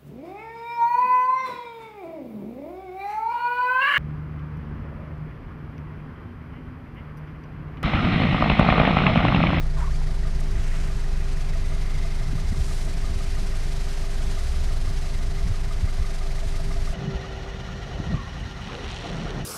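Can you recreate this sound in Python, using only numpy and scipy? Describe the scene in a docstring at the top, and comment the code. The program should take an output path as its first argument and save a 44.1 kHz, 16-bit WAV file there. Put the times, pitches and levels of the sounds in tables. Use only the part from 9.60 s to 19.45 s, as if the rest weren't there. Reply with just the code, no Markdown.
"""A four-cylinder car idles on asphalt: its exhaust sounds harmonics of the firing rate, its valve gear
strikes ringing modes, and filtered noise throbs with each firing. A belt whines, a pump hums and air buffets.
A limp ball wedged at the tyre squeaks by stick and slip; rustles and faint ticks are filtered snaps.
After an abrupt jump in time the car creeps: its loaded engine is slower and duller, its tyre booms and scuffs,
and the ball is crushed in bursts of noise as grit grinds, stones crack and skin scrapes in rough tones."""
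import sys
import numpy as np
from scipy import signal
from scipy.fft import rfft, irfft, next_fast_len
from scipy.io import wavfile

SR = 44100
rng = np.random.default_rng(int(sys.argv[2]) if len(sys.argv) > 2 else 0)


def int16_out(signal):
    """Quantize to a 16-bit WAV file."""
    q = np.round(np.clip(np.atleast_2d(signal).T, -1, 1) * 32767)
    wavfile.write(sys.argv[1], SR, q.astype(np.int16))


N = 434385
JUMP_S = 7.335  # idling before, creeping after


def from_db(db):
    """Amplitude gain is ten to the power of a twentieth of the decibels."""
    return 10 ** (np.asarray(db) / 20)


def rms_one(x):
    """Normalisation: divide by the root mean square."""
    return x / np.sqrt(np.mean(x ** 2) + 1e-20)


def seconds():
    """Sampling: the time of every sample."""
    return np.arange(N) / SR


def in_time(rows):
    """Linear interpolation in time: one curve for each column after the first."""
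    s, *columns = np.transpose(rows)
    return [np.interp(seconds(), s, column) for column in columns]


def white():
    """White noise: equal power at every frequency."""
    return rng.standard_normal(N)


def drift(rate):
    """Random modulation: straight lines join random knots of spread 1, at a rate in knots per second."""
    knots = rng.standard_normal(size=8000)
    return np.interp(seconds() * rate, np.arange(len(knots)), knots)


def coloured(x, spectrum):
    """Spectral filtering: shape a steady excitation by a table of frequency and level; rms 1."""
    size = next_fast_len(N)
    hz, db = np.transpose(spectrum)
    log_hz = np.log(np.maximum(np.fft.rfftfreq(size, 1 / SR), 1))
    gain = from_db(np.interp(log_hz, np.log(hz), db, left=-np.inf, right=-np.inf))
    return rms_one(irfft(rfft(x, size) * gain, size)[:N])


def band(x, low_hz, high_hz):
    """Band-pass filtering; rms 1."""
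    sos = signal.butter(2, [low_hz, high_hz], "band", fs=SR, output="sos")
    return rms_one(signal.sosfilt(sos, x))


def ring(x, hz, width_hz):
    """Damped resonance: a unit click sets a decaying wave of height about 1 ringing."""
    radius = np.exp(-np.pi * width_hz / SR)
    angle = 2 * np.pi * hz / SR
    return signal.lfilter([.5, 0, -.5], [1, -2 * radius * np.cos(angle), radius ** 2], x + 1e-18)


def ringing(modes):
    """Forced resonance: noise keeps narrow modes sounding."""
    return sum(from_db(db) * rms_one(ring(white(), hz, width_hz)) for hz, width_hz, db in modes)


def grains(per_s, spread_db):
    """Shot noise: random snaps of uneven size."""
    snaps = (rng.random(N) < per_s / SR) * white()
    return snaps * from_db(spread_db * np.minimum(rng.exponential(1, N), 3))


def tone(hz, db):
    """Phase is the integral of frequency: a sine follows a pitch curve at an rms level."""
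    return np.sqrt(2) * from_db(db) * np.sin(2 * np.pi * np.cumsum(hz) / SR)


def around(s, length_s):
    """Gaussian envelope: the samples near a short event, and a bell that falls to 1/e at length_s."""
    i = np.arange(max(0, int((s - 4 * length_s) * SR)), min(N, int((s + 4 * length_s) * SR)))
    return i, np.exp(-((i / SR - s) / length_s) ** 2)


def swell(s, length_s):
    """Gaussian envelope over the whole scene, silent away from its event."""
    out = np.zeros(N)
    i, bell = around(s, length_s)
    out[i] = bell
    return out


def held(rows, attack_s, release_s):
    """Exponential rise and decay: each row of start, end and level swells, holds and dies away."""
    t = seconds()
    out = np.zeros(N)
    for start, end, db in rows:
        before = np.minimum(t - start, 0) / attack_s
        after = np.maximum(t - end, 0) / release_s
        out += from_db(db) * np.exp(before - after)
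    return out


def throb(firings, depth_db, uneven_db, flutter_db):
    """Amplitude modulation: a level swells once in each firing, more for every second one."""
    turn = 2 * np.pi * (firings - .73)
    return from_db(depth_db * np.cos(turn) + uneven_db * np.cos(turn / 2) + flutter_db * drift(70))


def underbody(x):
    """Comb filtering: dull echoes between asphalt, wheel and floor pan ripple the spectrum."""
    echo_db, count, direct = -19.5, 12, .36
    low = signal.sosfilt(signal.butter(1, 2500, fs=SR, output="sos"), x)
    dull = (1 - direct) * low + direct * x
    out = x.copy()
    for lag in (rng.uniform(.003, .024, count) * SR).astype(int):
        out[lag:] += from_db(echo_db) * rng.choice([-1, 1]) * dull[:-lag]
    return rms_one(out)


def knock(firings, place, hz, width_hz, db):
    """Impact excitation: once in four firings a snap and chatter ring a part, and its casing rings up."""
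    chatter, chatter_s, snap = .026, .018, .75
    at = np.flatnonzero(np.diff(np.floor(firings / 4 - place))) + 1
    hits = np.zeros(N)
    hits[at] = from_db(1.0 * rng.standard_normal(len(at)))
    rattle = signal.lfilter([1], [1, -np.exp(-1 / (chatter_s * SR))], hits + 1e-18) * white()
    part = ring(snap * hits + chatter * rattle, hz, width_hz)
    casing_width_hz = 2 * width_hz
    return from_db(db) * 2 * np.pi * casing_width_hz / SR * ring(part, hz, casing_width_hz)


def whine(firings, multiple, db):
    """Frequency modulation: a belt-driven tone undulates as firings jerk the crank, and slips at random."""
    slip = .027 * drift(700) + .012 * drift(45)  # fast and slow shares of the pitch
    surge = .043 * np.cos(2 * np.pi * firings)
    speed = np.gradient(firings) * SR * (1 + surge + slip)
    return tone(multiple * speed, db + 3.0 * drift(90))


# exhaust orders: multiple of the firing rate, relative level_db
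EXHAUST_ORDERS = [(1, 1), (2, -12), (5.004, -30.5), (6.998, -29.5)]
# drone at six times the firing rate: time_s, mean level_db
DRONE_LEVEL = [(0, -35), (1.3, -40.5), (2.5, -39), (3.6, -47), (4.5, -43), (7.3, -45)]


def exhaust(firings):
    """Harmonic series: low orders of the firing pulses and a wavering drone, fading off the tailpipe."""
    level_db, fade_db_per_s = -22.5, .27  # the microphone slowly leaves the tailpipe
    turn = 2 * np.pi * (firings + .107)
    orders = np.zeros(N)
    for k, db in EXHAUST_ORDERS:
        orders += from_db(db + .8 * min(k, 3) * drift(12)) * np.sin(k * turn)
    drone = from_db(in_time(DRONE_LEVEL)[0] + drift(8)) * np.sin(6 * turn)
    return -np.sqrt(2) * (from_db(level_db - fade_db_per_s * seconds()) * orders + drone)


# idle knocks: place in the four-stroke cycle (0-1), ring_hz, width_hz, relative level_db,
# growth_db_per_s as the microphone moves
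IDLE_KNOCKS = [(.035, 1216, 70, -35.5, 0.94), (0.022, 667, 41.7, -37, 0.5), (0.079, 647, 42, -40.5, 0.5),
               (.08, 2520, 200, -49, 1), (.08, 2060, 110, -43.5, 2.5), (.27, 1180, 120, -43.5, 1.5),
               (.29, 666, 42, -42.5, 0.3), (.35, 660, 42, -50, 5.5), (.345, 1194, 140, -43.5, 1),
               (.36, 2560, 130, -54, 4.5), (0.53, 1220, 140, -44, 0), (.565, 940, 130, -42, -0.5),
               (.595, 1950, 130, -42.5, 1), (0.644, 2330, 160, -54, 5), (.65, 672, 50, -47, 2.5),
               (.85, 1210, 110, -52.5, 3.5), (0.832, 650, 50, -43, -0.5), (.919, 1910, 130, -36.5, -0.5)]


def valve_gear(firings):
    """Periodic impacts: parts knock in each cycle as the microphone nears some and leaves others."""
    from_middle_s = seconds() - JUMP_S / 2
    out = np.zeros(N)
    for place, hz, width_hz, db, growth in IDLE_KNOCKS:
        out += knock(firings, place, hz, width_hz, 1.5 + db + growth * from_middle_s)
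    return out


# belt at idle as the microphone passes it: time_s, mean level_db
BELT_LEVEL_IDLE = [(0, -69), (1.2, -74), (1.6, -58.5), (2.3, -62), (2.9, -68), (3.6, -58), (4.3, -65),
                   (5, -75)]


def idle_belt(firings):
    """Gear-like multiplication: a faint whir at 103 times the firing rate."""
    return whine(firings, 103, in_time(BELT_LEVEL_IDLE)[0])


# engine hiss that gets past the wheel as the microphone moves: time_s, relative level_db
HISS_LEVEL = [(0, -56), (.8, -54), (2.3, -52.5), (3.5, -51), (4.7, -50), (5.9, -52), (7.3, -51.5)]


def openness_db():
    """Acoustic shadowing: the hiss level above its idling mean, as the wheel hides it less or more."""
    hiss_db = in_time(HISS_LEVEL)[0]
    return hiss_db - hiss_db[seconds() < JUMP_S].mean()


# engine noise at idle: frequency_hz, relative density_db per Hz
IDLE_SPECTRUM = [(200, -11), (300, -12.5), (500, -8), (720, -7.5), (880, -10.5), (1300, -11), (1900, -10.5),
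                 (2800, -15.5), (5000, -15.5), (6300, -20.5), (7300, -25), (8500, -28.5), (11500, -34.5),
                 (14800, -41.5)]
# ringing engine parts at idle: frequency_hz, width_hz, level_db (rms) where the hiss is loudest, before throbbing
IDLE_MODES = [(668, 24, -56.5), (746, 24, -58), (1598, 80, -61), (3023, 98, -66), (3940, 130, -62.5),
              (4750, 120, -72), (6170, 110, -65), (2090, 70, -60), (8220, 34, -71), (8810, 28, -66.5),
              (10800, 160, -71)]


def engine_noise(firings):
    """Modulated noise: clatter, hiss, top and ringing parts throb; shadowing moves each band differently."""
    hiss_db, open_db = in_time(HISS_LEVEL)[0], openness_db()

    def noise(low_hz, high_hz):
        """Band-limited noise with the engine's spectrum."""
        return band(coloured(underbody(white()), IDLE_SPECTRUM), low_hz, high_hz)

    clatter = from_db(-46.5 + .1 * open_db) * noise(270, 2060)
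    hiss = from_db(hiss_db + 3.5) * noise(2210, 7100)
    top = from_db(-53.5 + 1.43 * open_db) * noise(7180, 13700)
    parts = from_db(hiss_db - np.max(hiss_db)) * ringing(IDLE_MODES)
    # the wheel arch rings as the microphone passes it
    arch_level = from_db(-65) + from_db(-55) * swell(2.35, .52)
    arch = arch_level * rms_one(ring(white(), 2086, 100))
    low = clatter * throb(firings, depth_db=.5, uneven_db=.35, flutter_db=.5)
    high = (hiss + top + parts + arch) * throb(firings, depth_db=1.56, uneven_db=.5, flutter_db=1.08)
    return low + high


# engine speed at idle: time_s, firings_per_s
IDLE_SPEED = [(0.0, 24.908), (0.7, 24.727), (1.4, 24.56), (2.4, 24.168), (3.7, 24.229), (4.2, 23.886),
              (5.5, 23.996), (6.1, 23.882), (6.7, 24.073), (7.33, 24.072)]


def idling():
    """Superposition: one firing clock drives exhaust, valve gear, belt and engine noise."""
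    firings = np.cumsum(in_time(IDLE_SPEED)[0]) / SR
    return exhaust(firings) + valve_gear(firings) + idle_belt(firings) + engine_noise(firings)


# pump hum when creeping: time_s, mean level_db
PUMP_CREEP_LEVEL = [(7.34, -46), (7.42, -42), (8.07, -50), (8.67, -50.5), (8.82, -54), (9.85, -47)]


def pump(later):
    """Tonal hum: an electric pump holds a slightly unsteady pitch, a little lower under way."""
    hz = np.where(later, 389.5, 394.3) + np.where(later, 4.0, 1.14) * drift(30)
    idle_db = -49.5 + .56 * openness_db()
    db = np.where(later, in_time(PUMP_CREEP_LEVEL)[0], idle_db)
    return tone(hz, db + 1.8 * drift(12))


# low rumble of engine and air: frequency_hz, relative density_db per Hz
RUMBLE_SPECTRUM = [(20, -26), (40, -1), (58, 2.5), (80, -2.5), (110, -6), (160, -8.5), (200, -16),
                   (280, -20.5), (450, -27.5)]
# rumble as the microphone moves: time_s, mean level_db
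RUMBLE_CURVE = [(0, -32), (7.3, -33.5), (7.36, -37.5), (8.6, -33), (9.2, -36), (9.85, -36)]
# swells of the low boom: centre_s, length_s (to 1/e), mean pitch_hz, mean level_db at the peak
BOOM_SWELLS = [(.36, 0.36, 57.8, -30.5), (1.85, 0.41, 78, -39.5), (4.965, 0.17, 62, -28.5),
               (5.599, 0.21, 70.7, -34.5)]


def rumble(later):
    """Low-frequency noise with slow modulation; at idle a low boom wanders in it and swells."""
    lumps_db = .6 * drift(4) + 1.5 * drift(14)
    noise = from_db(in_time(RUMBLE_CURVE)[0] + lumps_db) * coloured(white(), RUMBLE_SPECTRUM)
    boom = tone(79.7 + 8 * drift(3), -46.5 + 2.8 * drift(20))
    for s, length_s, hz, db in BOOM_SWELLS:
        boom += swell(s, length_s) * tone(hz + 3 * drift(15), db + 2.6 * drift(16))
    return noise + np.where(later, 0, boom)


# ball squeaks on rubber, in pieces: an early squeak in two parts, its high overtone, a later squeak;
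# each piece is a curve of time_s, mean pitch_hz, mean level_db
SQUEAK_CURVES = [
    [(.16, 1250, -56), (.187, 1030, -40), (.2, 1090, -49), (.218, 940, -42), (.229, 960, -37),
     (.236, 1040, -43), (.243, 1130, -38), (.256, 1330, -50)],
    [(.258, 1230, -52), (.277, 1060, -37.5), (.291, 1230, -51), (.305, 1500, -50), (.322, 1830, -54),
     (.338, 2250, -62), (.351, 2340, -47), (.368, 2450, -64)],
    [(.32, 4650, -60), (.328, 4600, -54), (.338, 4530, -56), (.356, 4850, -55), (.368, 4950, -64)],
    [(8.535, 1090, -55), (8.565, 1110, -45), (8.597, 1130, -40.5), (8.625, 1080, -45), (8.655, 1080, -58),
     (8.678, 1110, -46), (8.71, 1050, -60)],
]
# pitch roughness of each piece in turn: share of the pitch
SQUEAK_ROUGHNESS = [.035, .035, .03, .06]


def squeaks():
    """Stick-slip friction: rough gliding tones, each piece doubled an octave higher."""
    octave_db = -16
    out, t = np.zeros(N), seconds()
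    jitter, shimmer_db = drift(500), 2.0 * drift(130)
    for curve, rough in zip(SQUEAK_CURVES, SQUEAK_ROUGHNESS):
        s, hz, db = np.transpose(curve)
        i = np.flatnonzero((t > s[0]) & (t < s[-1]))
        pitch_hz = np.interp(t[i], s, hz) * (1 + rough * jitter[i])
        level_db = np.interp(t[i], s, db) + shimmer_db[i]
        piece = tone(pitch_hz, level_db) + tone(2 * pitch_hz, level_db + octave_db)
        out[i] += signal.windows.tukey(len(i), .1) * piece
    return out


# sleeve and ball rustle, a short tick, and two faint ticks of grit:
# centre_s, length_s (to 1/e), level_db at the peak, centre_hz
RUSTLES_AND_TICKS = [(0.21, 0.04, -41.5, 1490), (0.212, .04, -53, 7040), (0.345, 0.068, -53, 7000),
                     (0.417, 0.0021, -33.5, 1110), (.805, 0.0063, -45, 8400), (1.144, 0.25, -45.5, 2650),
                     (1.17, 0.26, -51.5, 6440), (3.127, 0.17, -47.5, 8100), (8.797, 0.0083, -60, 6460),
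                     (8.912, 0.0082, -62, 6000)]


def rustles_and_ticks():
    """Filtered shot noise: dense snaps in passing bands, long for a rustle and brief for a tick."""
    out = np.zeros(N)
    crackle = grains(5000, spread_db=-1.5)
    for s, length_s, db, centre_hz in RUSTLES_AND_TICKS:
        out += from_db(db) * swell(s, length_s) * band(crackle, centre_hz / 2.0, centre_hz * 1.19)
    return out


# dull buffets on the microphone and bumps of the tyre: centre_s, tone level_db at the peak, mean pitch_hz
BUFFET_EVENTS = [(2.637, -30, 130), (2.703, -29, 159), (2.733, -28, 220), (2.756, -24, 131),
                 (2.853, -22, 60), (2.919, -26, 75), (2.926, -26.5, 185), (2.984, -32, 145),
                 (3.011, -22.5, 63), (3.51, -22.5, 60), (5.39, -24, 57), (5.637, -31, 58.3),
                 (5.853, -22, 57.7), (5.867, -27, 148), (5.91, -21, 109), (6.24, -20, 88),
                 (6.411, -23.5, 65), (7.299, -27, 56), (7.56, -28, 54.3), (8.475, -28, 160),
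                 (8.508, -23, 160), (8.542, -21.5, 151), (9.081, -31.5, 169)]
# flutter around them: frequency_hz, relative density_db per Hz
FLUTTER_SPECTRUM = [(30, 13), (70, 4), (150, -6.5), (240, -15), (330, -32), (500, -35)]


def bumps():
    """Short wave packets: buffets of a few cycles and one sharp thud, each wrapped in rough flutter."""
    flutter_db, flutter_stretch = -5.5, 1.66  # against each packet's level and length
    out = np.zeros(N)
    flutter, wobble = coloured(white(), FLUTTER_SPECTRUM), np.exp(.15 * drift(150))
    # a buffet falls to 1/e about one cycle either side of its peak
    events = [(s, db, hz, 1.036 / hz) for s, db, hz in BUFFET_EVENTS]
    events.append((8.402, -18, 134, .0015))  # the tyre meets the ball
    for s, db, hz, length_s in events:
        i, bell = around(s, length_s)
        out[i] += bell * tone(hz * wobble[i], db)
        out += swell(s, flutter_stretch * length_s) * from_db(db + flutter_db) * flutter
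    return out


# creeping engine noise: frequency_hz, relative density_db per Hz
CREEP_SPECTRUM = [(200, 2.5), (310, -21.5), (500, -9), (720, -13.5), (900, -11), (1300, -16.5), (1600, -14),
                  (2200, -17), (3000, -18), (4100, -19.5), (5000, -24.5), (6000, -23.5), (8000, -39.5),
                  (11000, -60), (12500, -57), (14800, -66)]
# ringing engine parts when creeping: frequency_hz, width_hz, relative level_db
CREEP_MODES = [(676, 39, -58), (802, 63, -54), (1160, 130, -58), (1395, 53, -55), (1860, 130, -56.5),
               (2480, 200, -60), (2926, 140, -54.5), (3560, 300, -61), (4113, 70, -62), (6562, 90, -69)]
# high metallic ring at the wheel: time_s, level_db before throbbing
WHEEL_RING_LEVEL = [(7.34, -62), (8.6, -63.5), (9.2, -59), (9.6, -58), (9.85, -62)]


def loaded_engine(firings):
    """Modulated noise and resonance: dull noise throbs and each mode pulses every second firing."""
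    engine = from_db(-44.5) * coloured(underbody(white()), CREEP_SPECTRUM)
    for mode in CREEP_MODES:
        pulsing_db = 4.0 * np.cos(np.pi * firings + 2 * np.pi * rng.random())
        engine += ringing([mode]) * from_db(pulsing_db)
    engine += from_db(in_time(WHEEL_RING_LEVEL)[0]) * rms_one(ring(white(), 5650, 140))
    return engine * throb(firings + .56, depth_db=1.0, uneven_db=0.0, flutter_db=.96)


# creeping knocks: place in the cycle (0-1), ring_hz, width_hz, relative level_db
KNOCKS_UNDER_LOAD = [(.01, 670, 70, -38), (.01, 1440, 80, -41), (.02, 3180, 250, -46),
                     (.02, 5160, 160, -50), (.39, 698, 70, -31), (.4, 1204, 90, -30.5),
                     (.5, 3200, 300, -41), (.63, 1110, 70, -45), (.63, 2940, 90, -41.5)]


def loaded_knocks(firings):
    """Periodic impacts: engine parts knock once in each slow cycle."""
    return sum(knock(firings, place, hz, width_hz, db - 1.0)
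               for place, hz, width_hz, db in KNOCKS_UNDER_LOAD)


# belt when creeping: multiple of the firing rate, mean level_db
BELT_WHINES = [(79, -57), (106, -52.5)]
# thin high whistle: time_s, mean pitch_hz, mean level_db
WHISTLE_CURVE = [(7.36, 8725, -79), (8.05, 8712, -82), (8.47, 8726, -74.5), (8.93, 8764, -77),
                 (9.71, 8769, -77), (9.85, 8800, -81)]


def whine_and_whistle(firings):
    """Frequency-modulated tones: the belt whines with engine speed; a thin whistle flickers above."""
    belt = sum(whine(firings, multiple, db) for multiple, db in BELT_WHINES)
    hz, db = in_time(WHISTLE_CURVE)
    return belt + tone(hz + 20 * drift(120), db + 3.0 * drift(25))


def creeping_exhaust(firings):
    """Second harmonic of the firing rate, its level wavering slowly at random."""
    return from_db(-38 + 4 * drift(5.5)) * np.sin(4 * np.pi * firings)


# tread on asphalt: frequency_hz, relative density_db per Hz
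TREAD_SPECTRUM = [(230, -24), (290, -0.5), (360, -2.5), (480, -0.5), (580, -2), (690, 2), (800, -6),
                  (950, -14)]
# tread rolling: start_s, end_s, mean level_db
TREAD_ROLLS = [(7.33, 7.88, -45), (7.95, 8.3, -52.5), (8.36, 8.53, -44.5), (9.47, 9.82, -42.5)]
# tyre flexing: centre_s, length_s (to 1/e), level_db at the peak
TYRE_FLEXES = [(7.452, 0.092, -31.5), (8.078, 0.11, -43), (8.542, 0.032, -24.5), (9.595, 0.07, -30),
               (9.83, 0.073, -32.5)]


def tyre():
    """Band-limited noise: the tyre booms as it flexes and its tread scuffs as it rolls."""
    flexing = from_db(-44.5) + sum(from_db(db) * swell(s, length_s) for s, length_s, db in TYRE_FLEXES)
    scuff = held(TREAD_ROLLS, .15, .032) * from_db(.58 * drift(45)) * coloured(white(), TREAD_SPECTRUM)
    return flexing * band(white(), 122, 185) + scuff


# engine speed when creeping under load: time_s, firings_per_s
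CREEP_SPEED = [(7.335, 18.3), (7.7, 18.2), (8.1, 17.7), (8.5, 17.6), (9.0, 17.8)]


def creeping():
    """Superposition: a slow firing clock drives the loaded engine, joined by the rolling tyre."""
    firings = np.cumsum(in_time(CREEP_SPEED)[0] * (seconds() > JUMP_S)) / SR
    engine = loaded_engine(firings) + loaded_knocks(firings)
    return engine + whine_and_whistle(firings) + creeping_exhaust(firings) + tyre()


# grit: frequency_hz, relative density_db per Hz
GRIT_SPECTRUM = [(700, 11.5), (1500, 2), (3000, 8), (4200, 3.5), (6000, -23), (8000, -19), (10000, -27),
                 (12000, -50), (15000, -37)]
# a cracking stone: frequency_hz, relative density_db per Hz
CRACK_SPECTRUM = [(1500, -15), (3200, 7.5), (6000, 1), (9500, -10), (11000, -32), (15000, -40)]
# grinding under the ball: start_s, end_s, mean level_db of the grit
GRIND_SPANS = [(9.02, 9.7, -46.5), (9.235, 9.255, -57), (9.282, 9.316, -46), (9.347, 9.377, -48),
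               (9.41, 9.47, -57), (9.73, 9.83, -62)]


def grinding():
    """Granular friction: dense grit scrapes and sparser small stones crack under the ball."""
    grit = from_db(2.2 * drift(130)) * coloured(grains(3500, spread_db=6.5), GRIT_SPECTRUM)
    cracks = from_db(-11) * coloured(grains(290, spread_db=-3), CRACK_SPECTRUM)
    return held(GRIND_SPANS, .012, .014) * (grit + cracks)


# skin scrapes: start_s, end_s, first pitch_hz, last pitch_hz, mean level_db
SKIN_SCRAPES = [(9.081, 9.107, 1174, 920, -43), (9.105, 9.223, 476, 440, -42),
                (9.426, 9.48, 635, 674, -44.5), (9.684, 9.772, 397, 354, -40.5)]


def scrapes():
    """Stick-slip friction: the ball's skin judders over the asphalt in short, rough, low tones."""
    out, t = np.zeros(N), seconds()
    jitter, flicker_db = 1 + .17 * drift(260), 3.5 * drift(110)
    for start, end, from_hz, to_hz, db in SKIN_SCRAPES:
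        i = np.flatnonzero((t > start) & (t < end))
        pitch_hz = np.linspace(from_hz, to_hz, len(i)) * jitter[i]
        out[i] += signal.windows.tukey(len(i), .3) * tone(pitch_hz, db + flicker_db[i])
    return out


# crumpling skin: frequency_hz, relative density_db per Hz
CRUMPLE_SPECTRUM = [(120, -20), (250, 9), (480, 8.5), (620, -13), (950, -1), (1400, -1.5), (2500, -12),
                    (6000, -43)]
# folds of the skin: start_s, end_s, mean level_db
SKIN_FOLDS = [(9.1, 9.28, -42), (9.43, 9.8, -42.5)]


def crumpling():
    """Shot noise in fits: the ball's skin buckles in many small snaps."""
    crumple = from_db(2.0 * drift(50)) * coloured(grains(4000, spread_db=3.0), CRUMPLE_SPECTRUM)
    return held(SKIN_FOLDS, .016, .029) * crumple


# larger stones: centre_s, relative level_db
STONE_CRACKS = [(9.242, -52), (9.279, -49), (9.288, -48), (9.302, -43), (9.314, -41), (9.32, -44),
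                (9.346, -44), (9.362, -43), (9.368, -45), (9.38, -52), (9.402, -49), (9.412, -47),
                (9.426, -47), (9.444, -46), (9.464, -50), (9.473, -47), (9.501, -50), (9.517, -46),
                (9.537, -49), (9.569, -47), (9.586, -48), (9.616, -49), (9.635, -47), (9.657, -52),
                (9.683, -50), (9.707, -44), (9.795, -53), (9.822, -51)]


def stones():
    """Brittle fracture: larger stones crack as millisecond bursts of filtered noise."""
    bursts = sum(from_db(db + 3.5) * swell(s, .0012) for s, db in STONE_CRACKS)
    return bursts * coloured(white(), CRACK_SPECTRUM)


def crush():
    """Superposition of friction, buckling and fracture as the tyre crushes the ball."""
    return grinding() + scrapes() + crumpling() + stones()


def scene():
    """Equal-power crossfade: the idling car, then almost at once the rolling car."""
    later = seconds() >= JUMP_S
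    fade = np.clip((seconds() - JUMP_S) / .012 + .5, 0, 1)
    rolling = np.sin(np.pi / 2 * fade) * (creeping() + crush())
    idle = np.cos(np.pi / 2 * fade) * idling()
    return (rolling + idle + pump(later) + rumble(later) + squeaks() + rustles_and_ticks() + bumps())[None]


def record(dry):
    """Low-pass filtering: the microphone loses the highest treble and the top is cut steeply."""
    soft = signal.sosfilt(signal.butter(4, 13500, fs=SR, output="sos"), dry)
    return signal.sosfilt(signal.ellip(10, .1, 80, 15000, fs=SR, output="sos"), soft)


dry = scene()
out = record(dry)
int16_out(out)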